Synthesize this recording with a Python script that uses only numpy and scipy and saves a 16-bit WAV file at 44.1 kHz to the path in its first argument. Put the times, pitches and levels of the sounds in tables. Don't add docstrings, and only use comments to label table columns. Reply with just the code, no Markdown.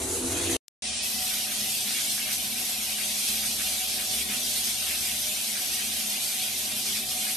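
import sys
import numpy as np
from scipy import signal
from scipy.fft import rfft, irfft, next_fast_len
from scipy.io import wavfile
from scipy.ndimage import uniform_filter1d, map_coordinates

SR = 44100
rng = np.random.default_rng(int(sys.argv[2]) if len(sys.argv) > 2 else 0)


def int16_out(signal):
    q = np.round(np.clip(np.atleast_2d(signal).T, -1, 1) * 32767)
    wavfile.write(sys.argv[1], SR, q.astype(np.int16))


N = 324576
SPRAYER_END_S, SHOWER_START_S = 0.567, 0.8215

# (time [s], patter level [dB], spray level [dB])
SHOWER_FLOW = [(0.83, -36, -35), (1.03, -34.5, -36), (1.05, -34, -31.5), (1.44, -34, -33), (1.48, -38, -34),
               (1.55, -33.5, -33), (1.68, -35.5, -32.5), (2.06, -32.5, -32), (2.26, -37, -32.5),
               (2.33, -32, -31.5), (2.39, -36.5, -33), (3.04, -35.5, -33.5), (3.11, -35, -34.5),
               (3.3, -31.5, -30.5), (3.31, -34, -31), (3.84, -34.5, -31), (3.87, -35, -34),
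               (4.22, -34, -30), (4.24, -37.5, -33), (4.33, -36, -35.5), (4.71, -32, -30),
               (4.76, -34.5, -34), (4.93, -34, -30.5), (4.98, -35.5, -33), (5.07, -34, -32.5),
               (5.87, -35, -33.5), (6.41, -35, -33.5), (6.76, -36.5, -33.5), (6.98, -33.5, -33),
               (7.05, -38, -33.5), (7.1, -34, -32), (7.34, -35.5, -31.5)]
# (start [s], length [s], level [dB])
GUSHES = [(1.31, 0.031, -43), (1.37, 0.021, -46.5), (1.47, 0.056, -42.5), (1.87, 0.062, -43),
          (1.97, 0.045, -43.5), (2.18, 0.022, -41), (2.27, 0.063, -42), (2.68, 0.049, -48.5),
          (2.98, .03, -44), (3.43, 0.046, -43), (3.6, .02, -39.5), (3.7, 0.038, -47), (3.925, .02, -46),
          (3.98, .035, -46), (4.3, .045, -44.5), (4.67, 0.037, -44), (4.87, 0.085, -42), (5.13, .025, -49),
          (5.36, .02, -46), (5.55, 0.041, -42.5), (5.79, 0.03, -45), (6.0, .03, -50), (6.29, 0.053, -51),
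          (6.96, .02, -44), (7.27, 0.022, -42)]
# (time [s], jet level [dB], fur level [dB], sink level [dB])
SPRAYER_FLOW = [(0.0, -39, -52, -33), (0.022, -39.5, -48.5, -37), (0.238, -39, -50, -36.5),
                (0.39, -36.5, -39.5, -34.5), (0.432, -39, -41, -35.5), (0.56, -36.5, -39.5, -35.5)]
# (time [s], level [dB])
TICK_EDGES = [(0.681, -36), (0.6824, -16.5)]
THUD_BLOWS = [(1.145, 17.5), (1.581, 13), (1.86, 13.5), (2.082, 14), (2.228, -3), (2.44, 14), (2.788, 12),
              (3.3, 13), (3.588, 15), (4.298, 16.5), (5.129, 16), (5.318, 5), (6.732, -4)]
# (frequency [Hz], level [dB])
SPRAY_SPECTRUM = [(2500, -17.5), (5000, -17), (7200, -42), (8500, -2.5), (9400, -4.5), (10000, -2.5),
                  (12400, 1.5), (13100, -3.5)]
PATTER_SPECTRUM = [(700, -38), (1850, -12), (2450, -10), (2800, -9), (3400, -2), (4400, -1.5), (6000, -0.5),
                   (7300, -3), (9000, -1), (13000, -11.5)]
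PUDDLE_SPECTRUM = [(500, -18), (1200, -6.5), (1550, -2), (1900, -8.5), (2400, -3), (2800, -2), (3300, 1),
                   (4200, -1), (9000, -45)]
GUSH_SPECTRUM = [(700, -26), (1300, -5.5), (1550, -4.5), (1950, -3.5), (2450, 4), (3200, -12), (5000, -24)]
JET_SPECTRUM = [(1500, -29), (3200, -13), (4000, -3), (5100, -7.5), (6200, 1.5), (8000, 0.5), (10300, 3),
                (11500, -4.5), (12400, -5), (13100, -19.5)]
FUR_SPECTRUM = [(20, -19.5), (60, -0.5), (500, -12), (1300, -1), (2300, 6), (4000, 6), (5200, -1.5),
                (9000, -30)]
WASH_SPECTRUM = [(20, -39), (45, -37), (65, 7), (160, 8), (450, 3), (700, 3.5), (1000, 4), (1500, -9),
                 (3000, -13)]
TICK_SPECTRUM = [(200, -26), (2000, -11), (5000, 1.5), (13000, -8)]
SOFT_CONTACT = [(70, -5), (140, -10), (213, 2), (270, -18), (400, -50), (2000, -50)]
# (frequency [Hz], bandwidth [Hz], level [dB])
SINK_MODES = [(89, 18, 1), (195, 21, -8), (264.3, 11, 1), (299, 38, -3), (347.6, 12, -1), (386.3, 14, 1.5),
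              (465, 11, 0.5), (509, 10, -15.5), (640, 60, -12), (834, 33, -23)]
FLOOR_MODES = [(614, 6, 1.2), (680, 25, -9.5), (742, 13, 2.5), (783, 35, -10), (900, 54, -23)]
STALL_MODES = [(71, 5, -2), (97, 9, -16), (116, 3, -3), (138, 5, -2), (213, 7, 4), (240, 13, 2.5),
               (303, 11, -6.5), (360, 14, -8), (388, 5, -5)]
# (frequency [Hz], wander [Hz], level [dB])
SINK_TONES = [(260, 6, -10), (346, 6, -7.5)]
STALL_TONES = [(116, 0.8, -69), (214, 2.5, -57.5)]
STALL_LOW_TONE = [(70.5, 1.2, -61.5)]
# (time [s], level [dB])
SINK_TONE_SWELL = [(0.05, -12), (0.22, 1), (0.55, 3)]
LOW_TONE_SWELL = [(0.85, 0.5), (1.85, -3), (5.35, 5), (5.45, -8), (6.3, -10), (7.0, 1)]
# (frequency [Hz], coherence [0 to 1])
SINK_COHERENCE = [(100, 1), (350, 0.96), (700, 0.44), (2200, 0.34), (5000, 0.51), (13000, 0.17)]
STALL_COHERENCE = [(100, 0.95), (240, 0.96), (380, 0.68), (720, 0.49), (1300, 0.033), (2400, 0.55),
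                   (3600, 0.33), (5500, 0.47), (7200, 0.42), (9000, 0.58), (13000, 0.51)]


def overhead_shower():
    patter_db, spray_db = curves(SHOWER_FLOW)
    surge = clumps(per_s=90, fade_s=0.036)
    mist = amp(-7) * impacts(per_s=11000, spread_db=0.5) + rush(patchy_db=6.5)
    drops = amp(-8) * impacts(per_s=8000, spread_db=3.2) + rush(patchy_db=6)
    sizzle = bubbles(count=4500, pitch_hz=4000, scatter=.3, cycles=70, rise=.003, spread_db=1.5)
    plinks = bubbles(count=1900, pitch_hz=2650, scatter=.17, cycles=52, rise=.004, spread_db=2)
    wet_drops = unit(drops + amp(-12) * sizzle)
    pool = unit(amp(-2) * plinks + rush(patchy_db=14) + amp(-12) * impacts(per_s=1400, spread_db=1.5))
    spray = stereo(coloured(mist, SPRAY_SPECTRUM), STALL_COHERENCE)
    patter = stereo(coloured(wet_drops, PATTER_SPECTRUM), STALL_COHERENCE)
    puddle = stereo(coloured(pool, PUDDLE_SPECTRUM), STALL_COHERENCE)
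    return (amp(spray_db + 0.07 + 0.8 * surge) * spray
            + amp(patter_db + 3.5 + 0.6 * surge) * patter
            + amp(-41 + 1.5 * wobble(per_s=12) + 0.41 * surge) * puddle)


def gushes():
    churn = bubbles(count=3000, pitch_hz=1950, scatter=.22, cycles=32, rise=.008, spread_db=1.5)
    slaps = rush(patchy_db=10) + amp(-8) * impacts(per_s=1500, spread_db=2)
    slosh = unit(unit(coloured(slaps, GUSH_SPECTRUM)) + unit(coloured(churn, GUSH_SPECTRUM)))
    return swells(GUSHES, attack_s=0.0073, release_s=0.019) * stereo(slosh, STALL_COHERENCE)


def hand_sprayer():
    jet_db, fur_db, _ = curves(SPRAYER_FLOW)
    droplets = impacts(per_s=4000, spread_db=2.5)
    jets = unit(rush(patchy_db=5) + amp(-4.5) * droplets)
    hiss_gain = amp(jet_db + 5.5 + 1.5 * wobble(per_s=40))
    hiss = stereo(coloured(jets, JET_SPECTRUM), SINK_COHERENCE)
    fur = stereo(coloured(rush(patchy_db=7), FUR_SPECTRUM), SINK_COHERENCE)
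    return hiss_gain * hiss + amp(fur_db + 4) * fur


def sink():
    _, _, sink_db = curves(SPRAYER_FLOW)
    drumming = stereo(ringing(impacts(per_s=2500, spread_db=0), SINK_MODES), SINK_COHERENCE)
    tones = amp(curves(SINK_TONE_SWELL)[0]) * drone(SINK_TONES)
    return amp(sink_db + 1.1) * (drumming + tones)


def tick():
    left_right = amp([[4], [-4]])
    return left_right * coloured(impulses(TICK_EDGES), TICK_SPECTRUM)


def floor_ring():
    modes = sum(amp(1.1 * wobble(per_s=5)) * ringing(impacts(per_s=2500, spread_db=0.5), [mode])
                for mode in FLOOR_MODES)
    growth_db_per_s = 0.15
    return amp(-51.3 + growth_db_per_s * np.arange(N) / SR) * stereo(modes, STALL_COHERENCE)


def stall():
    thuds = coloured(ringing(impulses(THUD_BLOWS), STALL_MODES), SOFT_CONTACT)
    boom_gain = amp(-50 - 1.5 * wobble(per_s=2.87))
    boom = stereo(ringing(impacts(per_s=2500, spread_db=0.5), STALL_MODES), STALL_COHERENCE)
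    wash = amp(-54.5) * stereo(coloured(rush(patchy_db=4.5), WASH_SPECTRUM), STALL_COHERENCE)
    low_tone = amp(curves(LOW_TONE_SWELL)[0]) * drone(STALL_LOW_TONE)
    return boom_gain * boom + low_tone + drone(STALL_TONES) + thuds + wash


def impacts(per_s, spread_db):
    size = amp(spread_db * np.clip(rng.standard_normal((2, N)), -2, 2))
    lands = rng.random((2, N)) < per_s / SR
    return unit(lands * size * rng.choice([-1, 1], (2, N)))


def bubbles(count, pitch_hz, scatter, cycles, rise, spread_db):
    when, bearing = rng.random((count, 2)).T
    tune, size = np.clip(rng.standard_normal((count, 2)), -2, 2).T
    n = np.arange(SR // 20)
    turns = pitch_hz * np.exp(scatter * tune)[:, None] * n / SR
    age = turns / cycles
    envelope = amp(spread_db * size)[:, None] * (np.exp(-age) - np.exp(-10 * age))
    ring = envelope * np.sin(2 * np.pi * turns * (1 + rise * np.minimum(age, 2)))
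    samples = ((when * N).astype(int)[:, None] + n).ravel()
    shares = np.cos(2 * np.pi * bearing), np.sin(2 * np.pi * bearing)
    pair = [np.bincount(samples, (ring * share[:, None]).ravel(), N)[:N] for share in shares]
    return unit(np.array(pair))


def rush(patchy_db):
    spectra = signal.stft(rng.standard_normal((2, N)), nperseg=1024)[2]
    field = rng.standard_normal(spectra.shape[1:])
    for axis in (0, 1):
        field = uniform_filter1d(field, size=4, axis=axis)
    streaks = np.minimum(unit(field), .7)
    return unit(signal.istft(spectra * amp(patchy_db * streaks), nperseg=1024)[1][:, :N])


def clumps(per_s, fade_s):
    lumps = 1. * (rng.random(N) < per_s / SR)
    swing = signal.lfilter([1], [1, -np.exp(-1 / (fade_s * SR))], lumps)
    return unit(swing - swing.mean())


def drone(tones):
    total = np.zeros(N)
    for hz, wander_hz, db in tones:
        peak = np.sqrt(2) * amp(db + 1.8 * wobble(per_s=8))
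        pitch_hz = hz + wander_hz * wobble(per_s=14)
        total += peak * np.sin(2 * np.pi * np.cumsum(pitch_hz) / SR)
    return total


def ringing(x, modes):
    return filtered(x, lambda hz: sum(
        amp(db) * 1j * hz * width / (centre ** 2 - hz ** 2 + 1j * hz * width)
        for centre, width, db in modes))


def impulses(rows):
    blows = np.zeros(N)
    for time_s, db in rows:
        blows[round(time_s * SR)] = amp(db)
    return blows


def swells(rows, attack_s, release_s):
    t = np.arange(N) / SR
    gain = np.zeros(N)
    for start_s, length_s, db in rows:
        attack = np.clip(1 + (t - start_s) / attack_s, 0, 1)
        release = np.exp(-np.maximum(t - start_s - length_s, 0) / release_s)
        gain += amp(db) * attack * release
    return gain


def treble_opening(x, at_s, over_s):
    dull = low_pass(x, cutoff_hz=10200, edge_hz=600)
    opened = np.clip((np.arange(N) / SR - at_s) / over_s, 0, 1)
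    return dull + opened * (x - dull)


def stereo(pair, coherence):
    def weights(hz):
        angle = np.arccos(np.clip(along(coherence, hz), -1, 1)) / 2
        return np.array([np.cos(angle), np.sin(angle)])
    mid, side = filtered(pair, weights)
    return np.array([mid + side, mid - side]) / np.std(mid)


def coloured(x, spectrum):
    return filtered(x, lambda hz: amp(along(spectrum, hz)))


def low_pass(x, cutoff_hz, edge_hz):
    return filtered(x, lambda hz: np.clip((cutoff_hz - hz) / edge_hz + .5, 0, 1))


def filtered(x, response):
    size = next_fast_len(N + SR // 2)
    return irfft(rfft(x, size) * response(np.fft.rfftfreq(size, 1 / SR)), size)[..., :N]


def wobble(per_s):
    knots = rng.standard_normal(int(N * per_s / SR) + 4)
    return map_coordinates(knots, [np.arange(N) * per_s / SR])


def curves(rows):
    times, *columns = np.transpose(rows)
    return [np.interp(np.arange(N) / SR, times, column) for column in columns]


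def along(points, hz):
    knots_hz, values = np.transpose(points)
    return np.interp(np.log(hz + 1), np.log(knots_hz + 1), values)


def amp(db):
    return 10 ** (np.asarray(db) / 20)


def unit(x):
    return x / np.sqrt(np.mean(x ** 2) + 1e-20)


def scene():
    t = np.arange(N) / SR
    since_stop = np.maximum(t - SPRAYER_END_S, 0)
    short_tail = amp(-24.5) * np.exp(-since_stop / 0.0058)
    sprayer_gate = np.maximum(np.exp(-since_stop / .0008), short_tail)
    shower_gate = np.clip((t - SHOWER_START_S) / 0.00095, 0, 1)
    cat_wash = hand_sprayer() + sink()
    shower = treble_opening(overhead_shower(), at_s=1.01, over_s=0.03)
    bathroom = shower + gushes() + floor_ring() + stall()
    return sprayer_gate * cat_wash + tick() + shower_gate * bathroom


def record(dry):
    return low_pass(dry, cutoff_hz=13200, edge_hz=300)


dry = scene()
out = record(dry)
int16_out(out)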